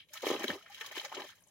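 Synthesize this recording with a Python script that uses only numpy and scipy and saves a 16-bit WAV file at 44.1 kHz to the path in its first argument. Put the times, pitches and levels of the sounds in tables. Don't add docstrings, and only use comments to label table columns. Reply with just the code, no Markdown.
import sys
import numpy as np
from scipy import signal
from scipy.fft import rfft, irfft, next_fast_len
from scipy.io import wavfile
from scipy.ndimage import map_coordinates

SR = 44100
rng = np.random.default_rng(int(sys.argv[2]) if len(sys.argv) > 2 else 0)


def volts_from_decibels(level):
    exponent = np.asarray(level, float) / 20
    return 10 ** exponent


def persist_wave(psi):
    counts = np.round(np.clip(psi, -1, 1) * 32767).astype(np.int16)
    wavfile.write(sys.argv[1], SR, np.atleast_2d(counts).T)


N = 66150
RISE = 0.2


def unit(x):
    return x / np.sqrt(np.mean(x ** 2) + 1e-20)


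def along(points, hz):
    f, v = np.transpose(points)
    return np.interp(np.log(hz + 1), np.log(f + 1), v)


def curve(rows):
    s, db = np.transpose(rows)
    return np.interp(np.arange(N) / SR, s, db)


def wobble(rate):
    return map_coordinates(rng.standard_normal(N // 40), [np.arange(N) * rate / SR])


def filtered(x, response):
    m = next_fast_len(N + 8192)
    hz = np.fft.rfftfreq(m, 1 / SR)
    return irfft(rfft(x, m) * response(hz), m)[..., :N]


def coloured(x, spectrum):
    return unit(filtered(x, lambda hz: volts_from_decibels(along(spectrum, hz))))


def thinned(x, level_db, edge_hz, full_db, extra):
    low = filtered(x, lambda hz: 1 / (1 + (hz / edge_hz) ** 8))
    loss_db = extra * np.minimum(level_db - full_db, 0)
    return x - low * (1 - volts_from_decibels(loss_db))


def tones(s, gain, hz, life, glide, swell, size):
    t = np.arange(size) / SR
    u = t / life[:, None]
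    shape = (1 - np.exp(-u / swell)) ** 2 * 10 ** -u * (1 + 6 * swell)
    bend = 1 + glide * np.minimum(u, 2) / 2
    wave = gain[:, None] * shape * np.sin(2 * np.pi * hz[:, None] * t * bend)
    at = np.round(s * SR).astype(int)[:, None] + np.arange(size)
    return np.bincount(at.ravel(), wave.ravel(), N + size + SR)[:N]


def grains(count, centre_hz, spread, cycles, scatter_db, size):
    def stream():
        s = rng.uniform(0, N / SR, count)
        a, b = rng.standard_normal((2, count))
        rarity = np.minimum(rng.exponential(1, count), 3)
        hz = np.clip(centre_hz * np.exp(spread * a), 60, 17000)
        gain = volts_from_decibels(scatter_db * rarity) * np.sign(b)
        return tones(s, gain, hz, cycles * np.exp(0.5 * b) / hz, RISE, .1, size)
    return unit(np.array([stream(), stream()]))


def bell(hz, centre_hz, width):
    return np.exp(-(np.log((hz + 1) / centre_hz) / width) ** 2 / 2)


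def bursts(rows, source, response):
    size, attack_s, crack, level_db = 8192, 0.00027, 3, -6.5
    t, hz = np.arange(size) / SR, np.fft.rfftfreq(size, 1 / SR)
    out = np.zeros((2, N + size))
    contact = crack * np.exp(-2j * np.pi * hz * 2 * attack_s)
    starts = rng.integers(0, N - size, size=len(rows))
    for (s, db, centre_hz, t60), start in zip(rows, starts):
        shape = volts_from_decibels(-60 * t / max(t60, .005)) * (1 - np.exp(-t / attack_s))
        spectrum = rfft(source[:, start:start + size]) + contact
        piece = shape * irfft(spectrum * response(hz, centre_hz), size)
        gain = volts_from_decibels(db + level_db) * np.sqrt(np.mean(shape ** 2))
        out[:, round(s * SR):][:, :size] += gain * unit(piece)
    return out[:, :N]


def both_ports(x):
    return np.array([x, np.roll(x, 57)])


# f/Hz, level/dB per Hz
AIR = [(30, -18.5), (100, 1), (480, -11.5), (800, -52.5), (2200, -33.5), (6500, -29), (12000, -20),
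       (15500, -34)]
# t/s, level/dB
HUSH = [(0, 3), (.07, -4.5), (.12, 9), (.55, -2.5), (.64, -3), (.75, -0.5), (1.5, 4)]


def field_air():
    noise = rng.standard_normal((3, N))
    air = volts_from_decibels(-78 + 0.92 * wobble(12.1)) * coloured(noise, AIR)
    hiss = filtered(air, lambda hz: hz > 1000)
    air = air + (volts_from_decibels(curve(HUSH)) - 1) * hiss
    return air[0] + .8 * air[1:]


# t/s, peak level/dB, centre f/Hz, t60/s
SLAPS = [(0, -46, 3040, 0.13), (.086, -59.5, 3100, 0.11), (.135, -43.5, 5700, 0.019),
         (.174, -33.5, 3060, 0.03), (.22, -41.5, 4300, 0.1), (.267, -25, 1970, 0.054),
         (.285, -32, 3860, 0.13), (.422, -27.5, 2100, 0.02), (.433, -31, 2320, 0.045),
         (.4415, -19, 2120, 0.026), (.481, -25, 3730, 0.025), (.493, -27.5, 3100, 0.026),
         (.5, -23, 1660, 0.056), (.661, -47, 1770, 0.21), (.746, -37, 3080, 0.037), (.81, -30, 2450, 0.051),
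         (.815, -34, 1630, 0.092), (.861, -36.5, 3400, 0.034), (.912, -33.5, 1970, 0.041),
         (.968, -28, 1440, .025), (.98, -29, 2500, 0.04), (.997, -29, 3450, 0.031),
         (1.047, -30, 1700, 0.048), (1.122, -42, 1400, 0.055), (1.143, -41, 3200, 0.069),
         (1.22, -33, 2730, 0.02), (1.2898, -48, 4000, 0.13), (1.293, -43.5, 1480, 0.09),
         (1.302, -47.5, 4170, 0.043), (.312, -39.5, 3230, 0.13), (.342, -33, 3200, 0.036),
         (.36, -32.5, 2600, 0.06), (.729, -49.5, 2350, 0.053), (.779, -50, 3150, 0.026),
         (1.048, -35.5, 5750, 0.078), (1.147, -37.5, 5970, 0.044), (1.149, -37, 3100, 0.054),
         (1.167, -36, 2500, 0.094), (1.245, -46, 3250, 0.018), (1.318, -49.5, 1680, 0.12)]
# f/Hz, level/dB
WATER = [(450, -19.5), (1100, -8.5), (1400, -4), (2000, -3.5), (4000, -5.5), (5500, -4), (7000, -27.5),
         (8500, -19)]


def slaps():
    def response(hz, centre_hz):
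        skirt_db = -9.5 + along(WATER, hz)
        return bell(hz, centre_hz, width=0.27) + volts_from_decibels(skirt_db)
    fizz = grains(count=4000, centre_hz=2800, spread=0.625, cycles=4.37, scatter_db=2.5, size=250)
    return bursts(SLAPS, fizz + .5 * rng.standard_normal((2, N)), response)


# t/s, level/dB
SPLASH = [(.07, -87), (.125, -65), (.14, -50), (.21, -53.5), (.28, -41), (.37, -47), (.395, -50),
          (.43, -49.5), (.53, -51), (.635, -65), (.67, -63.5), (.8, -54.5), (.96, -49.5), (1.03, -48),
          (1.11, -57), (1.17, -50), (1.265, -58.5), (1.39, -76)]
# f/Hz, level/dB
SPRAY = [(3000, -36), (5500, 3), (7000, -3), (8000, -4), (9500, -12), (11500, 1), (14000, -5), (15600, 0.5)]


def splash():
    level_db = curve(SPLASH)
    surge_db = 2 * (wobble(29.33) + wobble(110))
    fizz = grains(count=2000, centre_hz=2500, spread=0.512, cycles=8.64, scatter_db=-1.0, size=500)
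    body = coloured(fizz + 1.07 * rng.standard_normal((2, N)), WATER)
    body = thinned(body, level_db, edge_hz=1370, full_db=-52.5, extra=0.99)
    mist = grains(count=3000, centre_hz=10000, spread=0.47, cycles=2.0, scatter_db=4.0, size=80)
    spray = coloured(mist + 0.46 * rng.standard_normal((2, N)), SPRAY)
    spray_db = -11 + 2 * wobble(90.05)
    return volts_from_decibels(level_db + surge_db) * (body + volts_from_decibels(spray_db) * spray)


# t/s, level/dB
SQUELCH = [(.07, -81), (.12, -76), (.21, -76), (.235, -41), (.35, -36), (.385, -44), (.415, -45.5),
           (.47, -52.5), (.5, -38.5), (.57, -53.5), (.62, -70.5), (.8, -65.5), (.82, -56.5), (1.05, -58),
           (1.11, -61.5), (1.18, -40), (1.255, -52), (1.29, -73.5)]
# f/Hz, level/dB
MUD = [(160, 3), (250, 6.5), (450, 5.5), (800, 3.5), (1200, 6), (1500, -21.5), (2500, -64.5)]


def squelch():
    level_db = curve(SQUELCH)
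    pops = grains(count=1100, centre_hz=520, spread=0.68, cycles=1.79, scatter_db=3, size=1200)
    body = coloured(pops + 2.1 * rng.standard_normal((2, N)), MUD)
    body = thinned(body, level_db, edge_hz=465, full_db=-46.5, extra=1)
    return volts_from_decibels(level_db + 2.5 * wobble(59.73)) * body


# t/s, peak level/dB, f/Hz, length/s
BUBBLES = [(.07, -73.5, 495, 0.022), (0.102, -67, 589, 0.048), (.15, -62, 609, 0.024),
           (0.134, -60, 883, 0.019), (0.154, -49.5, 1270, 0.016), (0.195, -72, 1520, 0.0092),
           (0.536, -45.5, 385, 0.04), (0.577, -53, 1213, 0.012), (0.61, -53.5, 1310, 0.0083),
           (0.568, -62.5, 690, 0.052), (0.599, -66, 715, 0.034), (0.634, -65, 663, 0.036),
           (0.653, -68, 630, .025), (0.684, -67, 1150, 0.045), (0.698, -54, 795, 0.027),
           (.81, -52.5, 447, 0.027), (.812, -54.5, 870, 0.035), (0.842, -50.5, 1111, 0.039),
           (0.913, -52.5, 624, 0.016), (0.951, -66, 580, 0.038), (0.99, -52.5, 630, 0.018),
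           (1.045, -47.5, 810, 0.017), (1.037, -52, 507, 0.05), (1.325, -52.5, 1800, 0.0022),
           (1.406, -68, 1610, 0.0069)]


def bubbles():
    s, db, hz, life = np.transpose(BUBBLES)
    return both_ports(tones(s, volts_from_decibels(db + 4.5), hz, life, RISE / 4, 0.067, size=6000))


# t/s, peak level/dB
PUFFS = [(0.1351, -35.5), (0.266, -36), (0.288, -34), (0.4317, -39), (0.4395, -34.5), (0.5603, -51),
         (0.811, -40.5), (0.8621, -40), (0.9788, -39.5), (1.046, -44), (1.2454, -52), (.087, -65),
         (.146, -45), (.157, -49), (.175, -48), (1.125, -49.5), (.2204, -43), (.276, -36), (0.407, -66),
         (.479, -53), (.495, -43), (.598, -68), (0.681, -61), (0.699, -51.5), (0.744, -46.5), (0.801, -49),
         (.917, -43.5), (0.952, -49), (1.1473, -52), (1.19, -61.5), (1.218, -59.5), (1.285, -50),
         (1.303, -52), (1.353, -55)]


def puffs():
    rows = [(s, db, 0, 0.062) for s, db in PUFFS]
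    noise = rng.standard_normal((2, N))
    return bursts(rows, noise, lambda hz, _: volts_from_decibels(along(SPRAY, hz)))


# t/s, peak level/dB, f/Hz, length/cycles
PLOPS = [(.23, -31.5, 552, 5), (.2375, -25.5, 529, 1.7), (.267, -16, 432, 1.53), (0.3017, -15.5, 410, 1.66),
         (.313, -15.5, 428, 1.5), (0.336, -30.5, 449, 3), (0.351, -22.5, 392, 1.6), (0.441, -21, 378, 1.6),
         (0.445, -24.5, 263, 3.1), (0.498, -24, 464, 1.34), (0.5, -29, 237, 3.6), (.503, -32.5, 96, 4.9),
         (.953, -47, 944, 8), (.973, -32, 406, 2.45), (1.012, -44, 947, 6.4), (1.058, -42, 594, 8.1),
         (1.118, -35, 860, 3.2), (1.125, -29, 1010, 2.5), (1.1995, -33.5, 396, 1.2),
         (0.2446, -28.5, 950, 2.4), (0.2758, -34.5, 520, 2.3), (.32, -35.5, 620, 3.5),
         (.33, -37.5, 450, 1.8), (0.347, -31.5, 420, 1.3), (.363, -31, 480, 2.8), (0.407, -34.5, 400, 3.1),
         (0.416, -40, 850, 5), (0.486, -32.5, 420, 2), (.493, -28, 300, 2.1), (0.505, -37.5, 230, 1.2),
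         (.556, -39, 400, 3.1), (1.166, -39, 420, 2.8), (1.175, -42, 520, 2.3), (1.183, -44, 430, 2.8),
         (1.239, -48, 420, 2.3), (.317, -22.5, 406, 1.2), (0.5, -29, 203.7, 4.2), (1.13, -44.5, 1215, 10),
         (1.14, -36.5, 1474, 8.2)]


def plops():
    s, db, hz, cycles = np.transpose(PLOPS)
    life, sag = cycles / hz, 0.12
    body = tones(s, volts_from_decibels(db + 2.0), hz, life, -sag, 0.21, size=4000)
    upper_hz = hz * rng.uniform(1.964, 2.6, size=len(s))
    overtone = tones(s, volts_from_decibels(db - 11.5), upper_hz, life, RISE, 0.17, size=4000)
    return both_ports(body + overtone)


# t/s, peak level/dB, f/Hz
DROPS = [
    (1.406, -59.5, 10100),
    (1.423, -58, 10800),
    (1.438, -58.5, 6360),
    (1.472, -57.5, 8800),
    (1.484, -59, 7060),
]


def drops():
    rows = [(*row, 0.039) for row in DROPS]
    noise = rng.standard_normal((2, N))
    return bursts(rows, noise, lambda hz, centre_hz: bell(hz, centre_hz, width=0.2))


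def bank(x):
    t60_s, first_s = .05, .002
    t = np.arange(SR // 8) / SR
    tail = rng.standard_normal((2, len(t))) * volts_from_decibels(-60 * t / t60_s) * (t > first_s)
    return signal.fftconvolve(x, tail / np.linalg.norm(tail[0]), axes=1)[:, :N]


# f/Hz, correlation 0..1
ALIKE = [(300, 0.99), (1000, 0.79), (2500, 0.52), (14000, 0.15)]


def scene():
    pair = slaps() + splash() + squelch() + bubbles() + puffs() + plops() + drops()
    pair = pair + volts_from_decibels(-11) * bank(pair)

    def share(hz):
        turn = np.arccos(np.clip(along(ALIKE, hz), -1, 1)) / 2
        low_cut = (1j * hz / (1j * hz + 170)) ** 4
        return low_cut * [np.cos(turn), np.sin(turn)]
    mid, side = filtered(pair, share)
    return np.array([mid + side, mid - side]) + field_air()


def low_pass(x):
    return signal.sosfilt(signal.butter(12, 16670, fs=SR, output="sos"), x)


# f/Hz, width/Hz, level/dB
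PORT = [(1800, 61, 0.5), (2400, 190, 3.5), (3100, 208, 8), (3910, 127, 8), (6640, 620, 8.5),
        (1400, 140, -4.5), (2600, 290, -4), (7700, 596, 0)]
# f/Hz, left over right level/dB
LEAN = [(100, 1), (700, 1.5), (1200, -2.5), (2700, 3.5), (4200, 0.5), (6400, -8), (9000, 12), (15000, 5)]


def record(dry):
    top_hz, lead_rad, lead_from_hz, lead_period_hz = 15800, 2.2, 3200, 1700

    def ports(hz):
        bumps_db = sum(db * np.exp(-((hz - c) / w) ** 2) for c, w, db in PORT)
        ramp = np.minimum(hz / lead_from_hz, 1) ** 2
        lead = lead_rad * ramp * np.sin(2 * np.pi * hz / lead_period_hz)
        half = volts_from_decibels(along(LEAN, hz) / 2) * np.exp(.5j * lead)
        return volts_from_decibels(bumps_db) * (hz < top_hz) * np.array([half, 1 / half])
    return low_pass(filtered(dry, ports))


dry = scene()
out = record(dry)
persist_wave(out)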